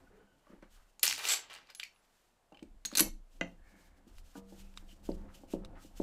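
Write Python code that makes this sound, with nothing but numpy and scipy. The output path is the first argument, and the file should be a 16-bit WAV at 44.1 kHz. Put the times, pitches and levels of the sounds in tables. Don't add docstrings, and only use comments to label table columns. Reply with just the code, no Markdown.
import sys
import numpy as np
from scipy import signal
from scipy.fft import rfft, irfft
from scipy.io import wavfile
from scipy.ndimage import uniform_filter1d

SR = 44100
rng = np.random.default_rng(int(sys.argv[2]) if len(sys.argv) > 2 else 0)


def unload_wav(signal):
    wavfile.write(
        sys.argv[1],
        SR,
        np.round(np.clip(np.atleast_2d(signal).T, -1, 1) * 32767).astype(np.int16),
    )


def magnitude_from_level(level_db):
    exponent = np.asarray(level_db, float) / 20
    return 10 ** exponent


N = 265614
HEAP_UNTIL_S, GRIPPED_FROM_S = 2.2, 3.5


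def rms_one(x):
    return x / np.sqrt(np.mean(x ** 2) + 1e-20)


def filtered(x, order, cut_hz, kind):
    return signal.sosfilt(signal.butter(order, cut_hz, kind, fs=SR, output="sos"), x)


def at_hz(points, hz):
    points_hz, values = np.transpose(points)
    return np.interp(np.log(hz), np.log(points_hz), values)


def coloured(x, spectrum):
    hz = np.maximum(np.fft.rfftfreq(len(x), 1 / SR), 1)
    return rms_one(irfft(rfft(x) * magnitude_from_level(at_hz(spectrum, hz)), len(x)))


def tilted(x, tilt_db, hinge_hz):
    low = filtered(x, 2, hinge_hz, "low")
    return magnitude_from_level(-tilt_db) * low + magnitude_from_level(tilt_db) * (x - low)


def ring(clicks, hz, t60):
    r, w = magnitude_from_level(-60 / (t60 * SR)), 2 * np.pi * hz / SR
    return signal.lfilter([0, np.sin(w)], [1, -2 * r * np.cos(w), r * r], clicks + 1e-18)


def body(drive, modes):
    return sum((-1) ** k * magnitude_from_level(db) * ring(drive, hz, t60) for k, (hz, db, t60) in enumerate(modes))


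def click(s, db):
    return magnitude_from_level(db) * (np.arange(N) == int(s * SR)) + 1e-18


def grains(per_s, spread_db):
    sizes = magnitude_from_level(spread_db * np.minimum(rng.exponential(1, N), 5)) * rng.choice([-1, 1], N)
    return sizes * (rng.random(N) < per_s / SR)


def flutter(per_s, depth_db):
    steps = rng.standard_normal(1000)
    return magnitude_from_level(depth_db * np.interp(np.arange(N) / SR * per_s, np.arange(1000), steps))


def strokes(rows):
    t = np.arange(0, N + 32, 32) / SR
    gain = 0
    for s, db, rise, fall in rows:
        progress = np.where(t < s, (s - t) / rise, (t - s) / fall)
        gain = gain + magnitude_from_level(db - 20 * progress ** 1.3)
    return np.interp(np.arange(N) / SR, t, gain)


def by_stage(heap_db, block_db, gripped_db):
    t = np.arange(N) / SR
    return magnitude_from_level(np.select([t < HEAP_UNTIL_S, t < GRIPPED_FROM_S], [heap_db, block_db], gripped_db))


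# hz, level_db
AIR = [(12, -25), (20, -3.5), (43, -3.5), (434, -2.5), (738, -0.5), (1330, -8.5), (6180, -18.5),
       (7310, -16.5), (14300, -25), (16000, -42)]


def room_tone():
    return magnitude_from_level(-75.5) * coloured(rng.standard_normal(N), AIR)


# peak_s, rocking_db
LEANS = [(.1, -65), (.6, -63.5), (.78, -60.5), (2.73, -54.5), (3.11, -43), (3.401, -53.5), (3.62, -58),
         (3.92, -62), (4.18, -50.5), (4.449, -60.5), (4.65, -51.5), (4.83, -51), (5.131, -43), (5.302, -58),
         (5.581, -46), (5.739, -55), (6.02, -44.5)]


def bench_rocking():
    sway = ring(rng.standard_normal(N), 28.6, 0.93)
    sway = sway / np.sqrt(uniform_filter1d(sway ** 2, size=3000) + 1e-9)
    rocking = sway + magnitude_from_level(-13.0) * rms_one(ring(rng.standard_normal(N), 32, 0.21))
    shudder = rms_one(ring(rng.standard_normal(N), 74, 0.45))
    rocking += by_stage(-16, -23, -11.5) * shudder
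    rise_s, fall_s, at_rest_db = 0.13, 0.18, -79.5
    lean = magnitude_from_level(at_rest_db) + strokes([(s, db, rise_s, fall_s) for s, db in LEANS])
    return lean * rms_one(rocking)


# pitch_hz, level_db, t60_s
WOOD = [(99, -13.5, 0.99), (142, -29, 0.11), (190, -6.5, 0.036), (202, -3, 0.28), (236, -11, 0.089),
        (275, -1.5, 0.19), (315, -2.5, 0.092), (362.8, -3.5, 0.087), (460, -12, 0.008), (514, -4.5, 0.12),
        (554, -3, 0.038), (670, 1, 0.037), (794, -8.5, 0.068), (883, -13, 0.18), (1048.7, -15.5, 0.051),
        (1220, -12, 0.03)]
# peak_s, level_db, rise_s, fall_s
SHIFTS = [(0.03, -58.5, 0.33, 0.12), (.19, -65.5, 0.21, 0.63), (1.07, -60.5, 0.093, 0.41),
          (1.5, -74.5, 0.16, 0.89), (2.62, -70, 0.15, 0.28), (2.97, -55, 0.13, 0.084),
          (3.08, -41, 0.073, 0.027), (3.36, -64, 0.038, 0.03), (3.44, -49.5, 0.056, 0.12),
          (3.75, -61.5, 0.21, 0.47), (4.09, -63, 0.062, 0.37), (4.58, -57.5, 0.14, 0.31),
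          (4.86, -72, 0.077, 0.09), (4.99, -60.5, 0.15, 0.24), (5.27, -54, 0.36, 0.16),
          (5.67, -48, 0.28, 0.22), (5.9, -61, 0.16, 0.44)]


def block_shifts():
    stutter = grains(2500, spread_db=2.0) * flutter(30, depth_db=2.5)
    rubbing = sum(magnitude_from_level(db) * ring(stutter, hz, 0.69 * t60) for hz, db, t60 in WOOD)
    return magnitude_from_level(-4.5) * strokes(SHIFTS) * rms_one(rubbing)


# hz, density_db per Hz
PALM = [(880, -34.5), (1500, -8.5), (2000, -13), (3030, -4), (3380, -7), (7610, -6), (9850, -11.5),
        (14500, -12.5), (16000, -23.5)]
# peak_s, level_db, rise_s, fall_s
RUBS = [(0.0, -79, 0.29, 0.17), (.168, -81, 0.018, 0.073), (.51, -77.5, 0.26, 0.11),
        (.628, -84, 0.012, 0.058), (.73, -70, 0.048, 0.25), (2.24, -78.5, 0.93, 0.18),
        (3.34, -74, 0.081, 0.28), (3.69, -72, 0.066, 0.067), (3.79, -72, 0.076, 0.097),
        (3.87, -74, 0.081, 0.066), (3.975, -74, 0.02, 0.036), (4.08, -68, 0.017, 0.041),
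        (4.13, -73.5, 0.017, 0.09), (4.195, -68.5, 0.059, 0.032), (4.27, -68, 0.046, 0.11),
        (4.375, -60, 0.035, 0.037), (4.5, -68, 0.053, 0.067), (4.6, -61.5, 0.075, 0.096),
        (4.8, -67, 0.11, 0.056), (5.18, -75.5, 0.16, 0.11)]
# start_s, effort_db
TURNS = [
    (5.055, -0.5),
    (5.508, 1),
    (5.976, 2),
]
# after_turn_s, level_db, rise_s, fall_s
TURN = [
    (-.15, -64.5, 0.052, 0.12),
    (0., -61, 0.027, 0.088),
]


def palm_rubs():
    rubs = list(RUBS)
    for s, effort_db in TURNS:
        rubs += [(s + lead, db + effort_db, rise, fall) for lead, db, rise, fall in TURN]
    palm = coloured(grains(12000, spread_db=1.5) * flutter(60, depth_db=2.5), PALM)
    return magnitude_from_level(1.5) * strokes(rubs) * tilted(palm, -1, 5200)


# peak_s, level_db, rise_s, fall_s
SCUFFS = [(0.0, -64.5, 0.12, 0.18), (.17, -63, 0.083, 0.14), (.51, -58.5, 0.091, 0.11),
          (.627, -57, 0.0063, 0.054), (.8, -64, 0.2, 0.15), (2.0, -70, 0.48, 0.67), (3.7, -69, 0.27, 0.94),
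          (4.1, -79.5, 0.059, 0.53), (4.36, -67, 0.1, 0.12), (4.55, -68.5, .1, 0.24),
          (4.82, -65.5, 0.1, 0.071), (5.22, -66.5, 0.23, 0.28), (5.287, -58.5, 0.0063, 0.074),
          (5.757, -52.5, 0.013, 0.087), (6.0, -64, 0.1, .1)]


def grip_scuffs():
    jerks = grains(5000, spread_db=2.5) * flutter(50, depth_db=1.5)
    return magnitude_from_level(-8.0) * strokes(SCUFFS) * rms_one(filtered(jerks, 2, [700, 1900], "band"))


# start_s, length_s, pitch_hz, width_hz, level_db
SQUEAKS = [(0.066, 0.029, 1470, 52, -69), (0.12, 0.38, 1500, 52, -76.5), (0.096, 0.18, 430, 60.4, -64.5),
           (0.147, 0.59, 2990, 120, -85.5), (3.569, 0.53, 1720, 121.2, -73), (3.6, 0.5, 2186, 149.4, -76.5),
           (4.614, 0.13, 2650, 303, -75.5), (4.886, 0.058, 3030, 296, -66.5), (5.28, 0.093, 1304, 90, -70),
           (5.339, 0.057, 2980, 399, -65.5), (5.482, 0.11, 2790, 300, -67.5), (5.758, 0.093, 1282, 69, -65)]


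def screw():
    thread, t = grains(3200, spread_db=1.5) * flutter(40, depth_db=2.5), np.arange(N) / SR
    out = np.zeros(N)
    for s, length, hz, width, db in SQUEAKS:
        t60 = 1.2 / width
        squeak = rms_one(ring(ring(thread, hz, t60), hz, t60))
        swell = np.sin(np.pi * np.sqrt(np.clip((t - s) / length, 0, 1)))
        out += magnitude_from_level(db) * swell * squeak
    return out


# start_s, peak_db, loudest_pitch_hz, judder_ms
KNOCKS = [(0.466, -53.5, 600, 16), (0.494, -49.5, 296, 59), (0.528, -47.5, 290, 18), (0.623, -44, 332, 11),
          (1.027, -44, 1090, 19), (2.518, -42, 1037, 29), (2.52, -51, 250, 20), (2.621, -40, 265, 14.5),
          (2.847, -47, 262, 15), (2.923, -38, 282, 23), (2.976, -32.5, 257, 12), (3.002, -24, 347, 19),
          (3.408, -33.5, 560, 12.6), (3.41, -37, 197, 26), (3.738, -53, 202, 10.5), (4.065, -46.5, 205, 18),
          (4.351, -48, 286, 9.2), (4.355, -42, 1070, 36), (4.374, -39.5, 212, 16), (4.52, -41, 291, 9.6),
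          (4.822, -50.5, 257, 6.4), (4.925, -46.5, 171, 6.5), (5.432, -43, 514, 9.5),
          (5.845, -44.5, 280.4, 5.8)]


def knocks():
    t, drive = np.arange(4096) / SR, np.zeros(N)
    for s, peak_db, top_hz, ms in KNOCKS:
        judder = rng.standard_normal(4096) * np.exp(-1000 * t / ms)
        force = (t == 0) + 0.059 * judder
        blow = filtered(force, 2, [top_hz / 2.0, top_hz * 1.89], "band")
        drive[int((s + .003) * SR):][:4096] += magnitude_from_level(peak_db) * blow
    thud = sum(magnitude_from_level(db - 9.5) * ring(drive, hz, 0.34 * t60) for hz, db, t60 in WOOD)
    return filtered(thud + magnitude_from_level(-15.5) * body(drive, WOOD), 3, [125, 1350], "band")


# pitch_hz, level_db
STEEL = [(1580, -13.5), (1860, -21), (2040, -12.5), (2480, -5), (2800, -3), (3100, -3.5), (3680, -14.5),
         (4280, -4), (4660, 2.5), (5220, -4.5), (5490, -9.5), (6050, -3), (6620, -3.5), (7170, -3.5),
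         (7650, -5), (7950, 2), (8610, -2), (9450, 1.5), (10300, -3), (11400, -6.5), (11900, -4),
         (12350, -2.5), (13800, -10.5), (14500, -22)]
# start_s, peak_db, loudest_pitch_hz, treble_fall_db per octave, chatter_ms
HEAP_CLINKS = [(0.4688, -56, 1155, 45, 2.9), (0.6241, -57.5, 2060, 5.5, 7), (0.9946, -37.5, 7050, 15, 2.6),
               (1.1617, -29.5, 4900, 8, 0.68), (1.1796, -35.5, 2850, 4, 5.1), (1.1977, -39, 2560, 13, 2.4),
               (1.2682, -29.5, 7600, 14.5, 2.5), (1.5, -44, 3080, 7, 4.8), (1.539, -36.5, 2610, 3.5, 0.44),
               (1.5613, -44.5, 2950, 3.5, 2.3), (1.671, -56, 4860, 11, 2.8), (1.702, -42, 4900, -1.5, 4.5),
               (1.7489, -32.5, 6400, 1.5, 3.9), (1.7986, -28, 3300, 7, 0.77),
               (1.8315, -29.5, 2420, 6.5, 1.04), (1.8357, -32, 4510, 3.5, 1.4),
               (1.8508, -43.5, 2370, 7, 1.9)]
# start_s, peak_db, loudest_pitch_hz, treble_fall_db, chatter_ms
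BLOCK_CLINKS = [(2.524, -56.5, 2800, 8, 1.4), (2.5456, -53.5, 2990, 10, 4.5), (2.572, -49.5, 2690, 10, 1.3),
                (2.5927, -51.5, 3180, 15, 2.2), (2.6276, -46, 2470, 3, 3.1), (2.851, -23, 4110, 6.5, 1.8),
                (2.8559, -25.5, 6660, -1, 4.8), (2.915, -47.5, 4270, 6, 2.5), (2.9155, -46.5, 1190, 9, 1.8),
                (2.9364, -40.5, 3980, 13, 1.9), (2.9523, -18.5, 4000, -2, 5), (3.0052, -3.5, 11400, 7, 1.7),
                (3.0098, -12.5, 11500, 15.5, 2.6), (3.4111, -34.5, 6330, 33, 1.4),
                (3.411, -33, 1525, 12.5, 4.7), (4.1833, -43.5, 1924, 3, 1.44),
                (4.7398, -50.5, 2000, 5.5, 2.25), (4.778, -40.5, 4300, 5.5, 1.2),
                (4.7812, -46.5, 3000, 5.5, 3.3), (5.1164, -45, 4810, 24.5, 2.2),
                (5.6512, -51.5, 4300, 3, 2.2), (5.655, -48, 3000, 6.5, 4)]
# start_s, peak_db, loudest_pitch_hz, treble_fall_db per octave
BOUNCES = [(1.0298, -15, 4400, 5), (1.0303, -9, 11700, 5), (1.0326, -3, 11700, 5), (1.038, -14, 9500, 5),
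           (1.0434, -15, 9500, 5), (1.0542, -12, 11600, 5), (1.0672, -13, 5000, 4), (1.0786, -12, 5240, 9),
           (1.0885, -20, 4560, 9), (1.0985, -19, 5420, 7), (1.1108, -19, 3200, 6), (1.1263, -20, 2600, 4),
           (1.2935, -21, 5200, 9), (1.298, -21, 6000, 9)]
# start_s, peak_db, loudest_pitch_hz
CATCHES = [(1.191, -28.5, 4600), (1.214, -37, 2500), (1.2272, -38, 5000), (1.2439, -26, 3550),
           (1.2526, -18.5, 2480), (1.278, -25, 3850), (1.2882, -15, 8000), (1.2907, -27, 4630),
           (1.3053, -18.5, 3600), (1.321, -27, 6170), (1.335, -20, 4570), (1.343, -23, 5260),
           (1.509, -45.5, 6800), (1.516, -47, 1305), (1.531, -39, 2950), (1.55, -37.5, 4600),
           (1.577, -47, 2000), (1.587, -48, 1480)]
# start_s, peak_db, loudest_pitch_hz, treble_fall_db per octave, chatter_ms
RATTLES = [(1.7956, -36.5, 1900, 3, 5), (2.9706, -14.5, 6200, -2, 3.5), (2.9716, -15, 9700, 6, 3),
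           (2.976, -18, 4140, -0.5, 3), (2.9821, -13, 6100, 3, 2), (2.9817, -16.5, 11300, 8.5, 2),
           (2.9928, -8, 11600, 6, 1.8), (2.9966, -10.5, 6100, 3, 1.3)]


def bar_contacts():
    t, hz = np.arange(2048) / SR, np.maximum(np.fft.rfftfreq(2048, 1 / SR), 1)
    out = np.zeros(N)
    bounces = [(*row, 0.85) for row in BOUNCES]
    catches = [(*row, 4.0, 0.8) for row in CATCHES]
    contacts = [(*row, .14) for row in [*HEAP_CLINKS, *BLOCK_CLINKS, *bounces, *catches]]
    contacts += [(*row, 1.8) for row in RATTLES]
    modes = rfft([magnitude_from_level(db - 26.0) * ring(t == 0, mode_hz, 0.012) for mode_hz, db in STEEL])
    answer = by_stage(-6, -5.5, -14)
    for s, peak_db, top_hz, fall_db, ms, rise_ms in contacts:
        octaves = np.log2(hz / top_hz)
        slope_db = np.where(octaves > 0, -abs(fall_db), 4.5) * octaves
        colour_db = slope_db + 12.0 * np.exp(-(octaves / 0.097) ** 2)
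        rise = np.minimum(1000 * t / rise_ms, 1)
        decay = np.exp(-1000 * np.maximum(t - rise_ms / 1000, 0) / ms)
        burst = irfft(rfft(rng.standard_normal(2048)) * magnitude_from_level(colour_db)) * rise * decay
        strike = magnitude_from_level(4.0 * rng.standard_normal(len(STEEL)))
        clack = answer[int(s * SR)] * strike @ modes
        sound = irfft(rfft(burst) * (magnitude_from_level(-3.0) + clack))
        out[int(s * SR):][:2048] += magnitude_from_level(peak_db) / np.abs(burst).max() * sound
    return out


# start_s, pitch_hz, level_db, t60_s, free_s
RINGS = [(1.0313, 11700, -31, .12, .3), (1.7489, 10810, -57, .4, .047), (1.945, 10810, -79, .8, .06),
         (2.972, 9496, -43, .13, .3), (2.985, 6051, -43, .2, .3), (2.9962, 11400, -36, .12, .3),
         (3.004, 2170, -43, .2, .3), (3.006, 11490, -34, .12, .3), (3.006, 4280, -44, .18, .3),
         (3.006, 5895, -45, .17, .3), (3.006, 6616, -46, .15, .3), (3.006, 8080, -45, .12, .3),
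         (3.4111, 2030, -49, .2, .3), (3.4111, 2078, -55, .2, .3)]


def hanging_bars():
    out, n = np.zeros(N), np.arange(16384)
    for s, hz, db, t60, free_s in RINGS:
        untouched = np.clip((free_s - n / SR) / 0.0044, 0, 1)
        out[int(s * SR):][:16384] += untouched * ring(magnitude_from_level(db) * (n == 9), hz, t60)
    return out


def clinks():
    steel, t = bar_contacts() + hanging_bars(), np.arange(N) / SR
    late_heap = (t > 1.72) & (t < HEAP_UNTIL_S)
    return np.where(late_heap, filtered(steel, 3, 1350, "high"), filtered(steel, 3, 650, "high"))


# hz, density_db per Hz
SCRAPE = [(150, -54.5), (300, -12), (447, -3.5), (2400, 2), (3400, 0.5), (6100, -3.5), (8640, -6),
          (11500, -11.5), (16000, -14)]
# peak_s, level_db, rise_s, fall_s, tilt_db
SLIDES = [(1.036, -18.5, 0.0069, 0.016, 3.5), (1.051, -37, 0.012, 0.12, 16), (1.2, -41, 0.037, 0.32, -8),
          (1.311, -24, 0.11, 0.067, 4.5), (1.5, -49, 0.0039, 0.14, -8.5), (1.557, -52.5, 0.043, 0.058, -3),
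          (1.699, -48.5, 0.016, 0.025, -6.5), (2.93, -49.5, 0.081, 0.021, -0.5),
          (3.008, -19, 0.042, 0.0049, -1.5)]
# peak_s, level_db, rise_s, fall_s
LOOSE = [
    (1.293, -39, .014, .06),
    (1.325, -42, .04, .045),
]
# pitch_hz, level_db, t60_s
SINGING = [(2467, -9, .04), (4620, -12, .05), (7594, -1, .025), (7690, -2, .025), (7950, -4, .05),
           (9450, -8, .015), (11800, -6, .008), (12500, -8, .01)]


def slides():
    impacts = grains(5000, spread_db=2.5) * flutter(250, depth_db=2.2)
    damped = sum(magnitude_from_level(db) * ring(impacts, hz, 0.06) for hz, db in STEEL)
    scrape = coloured(impacts, SCRAPE) + magnitude_from_level(-21.0) * rms_one(damped)
    dragged = sum(strokes([row[:4]]) * tilted(scrape, row[4], 4600) for row in SLIDES)
    loose = strokes(LOOSE) * rms_one(impacts)
    singing = sum(magnitude_from_level(db) * ring(loose, hz, t60) / np.sqrt(t60 * SR / 30) for hz, db, t60 in SINGING)
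    return magnitude_from_level(-12.0) * dragged + filtered(singing, 2, 1200, "high")


# start_s, level_db, pitch_hz
SNAPS = [
    (1.961, -60, 2800),
    (4.7743, -36, 3750),
    (5.528, -53, 2600),
    (5.6485, -43, 3900),
]
# share of the pitch, level_db, t60_s
SNAP = [(.3, -3.5, .005), (.5, -3, .004), (1., 0, 0.0057), (1.45, -5.5, 0.0038), (2.1, -7, 0.0031)]


def snaps():
    out, n = np.zeros(N), np.arange(2048)
    rebound_ms, rebound_db = .8, -1.5
    twice = (n == 0) + magnitude_from_level(rebound_db) * (n == int(rebound_ms * SR / 1000))
    for s, db, hz in SNAPS:
        modes = [(share * hz, mode_db, t60) for share, mode_db, t60 in SNAP]
        out[int(s * SR):][:2048] += magnitude_from_level(db) * body(twice, modes)
    return out


# pitch_hz, level_db, t60_s
LANDING = [(177.3, -13.5, 0.36), (275.5, -12.5, 0.23), (528.5, -6.5, 0.12), (683.5, -7.5, 0.093),
           (895, -10.5, 0.037), (1220, -11, 0.034), (1630, -9.5, 0.037), (1736, -11.5, 0.052),
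           (2030, 3.5, 0.036), (2500, -4, 0.044), (2790, -6.5, 0.056), (3220, -13.5, 0.045),
           (3720, -16, 0.041), (4300, -14.5, .03)]


def pad_landing():
    return body(filtered(click(3.411, -29.5), 2, 3500, "low"), LANDING)


# pitch_hz, level_db, t60_s
BITE = [(194, -9.5, 2.65), (277, 0, 0.22), (474, -11, 0.82), (665, -18.5, 0.8), (770, -6.5, 0.086),
        (964, -11.5, 0.21), (1211, -13.5, 0.25), (1335, -38, 5.0), (1470, -7, 0.078)]


def pad_bite():
    return body(click(4.354, -44.5), BITE)


# start_s, level_db
SLIPS = [
    (5.0902, -28),
    (5.5365, -27.5),
    (5.9999, -27.5),
]
# pitch_hz, level_db, t60_s
CLAMPED = [(321, 4, 0.025), (176, -12, 0.33), (600, -4.5, 0.028), (202, -16, 0.51), (273.3, -14.5, 0.19),
           (490, -14.5, 0.17), (320.4, -15.5, 0.18), (545, -11, 0.21), (375, -10, 0.14),
           (431.5, -21.5, 0.21), (657, -22.5, 0.126), (758, -23.5, 0.13), (878, -14, 0.038),
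           (1000, -30, 0.13)]


def block_slips():
    jolts = sum(click(s, db) for s, db in SLIPS)
    return filtered(body(filtered(jolts, 2, 970, "low"), CLAMPED), 2, 130, "high")


# hz, t60_s
ROOM_T60 = [(150, 0.4), (1000, 0.16), (4000, 0.23), (9000, 0.2), (15000, 0.1)]


def workshop(x):
    t, tail = np.arange(SR // 2) / SR, 0
    for hz in 90 * 2. ** np.arange(8):
        noise = filtered(rng.standard_normal(len(t)), 2, [hz / np.sqrt(2), hz * np.sqrt(2)], "band")
        tail = tail + noise * magnitude_from_level(-60 * t / at_hz(ROOM_T60, hz))
    power = np.abs(rfft(tail)) ** 2
    evening = uniform_filter1d(power, size=600) / uniform_filter1d(power, size=50)
    tail = irfft(rfft(tail) * np.sqrt(evening))
    tail = tail * np.clip((t - .002) / 0.0005, 0, 1)
    tail = tail * np.clip((.4 - t) / .1, 0, 1)
    return signal.fftconvolve(x, tail / np.sqrt(np.sum(tail ** 2)))[:N]


def scene():
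    close = room_tone() + bench_rocking() + block_shifts() + palm_rubs() + grip_scuffs() + screw()
    wood = knocks() + block_slips()
    steel = clinks() + slides() + snaps() + pad_landing() + pad_bite()
    steel_to_room = by_stage(-8.5, -10.5, -23) * steel
    wood_to_room = magnitude_from_level(-13) * wood
    return (steel + wood + workshop(steel_to_room + wood_to_room) + close)[None]


def roll_off(x):
    return signal.sosfilt(signal.butter(12, 16600, fs=SR, output="sos"), x)


def record(dry):
    mix = signal.sosfilt(signal.cheby2(10, 60, 16700, fs=SR, output="sos"), dry)
    return roll_off(mix)


dry = scene()
out = record(dry)
unload_wav(out)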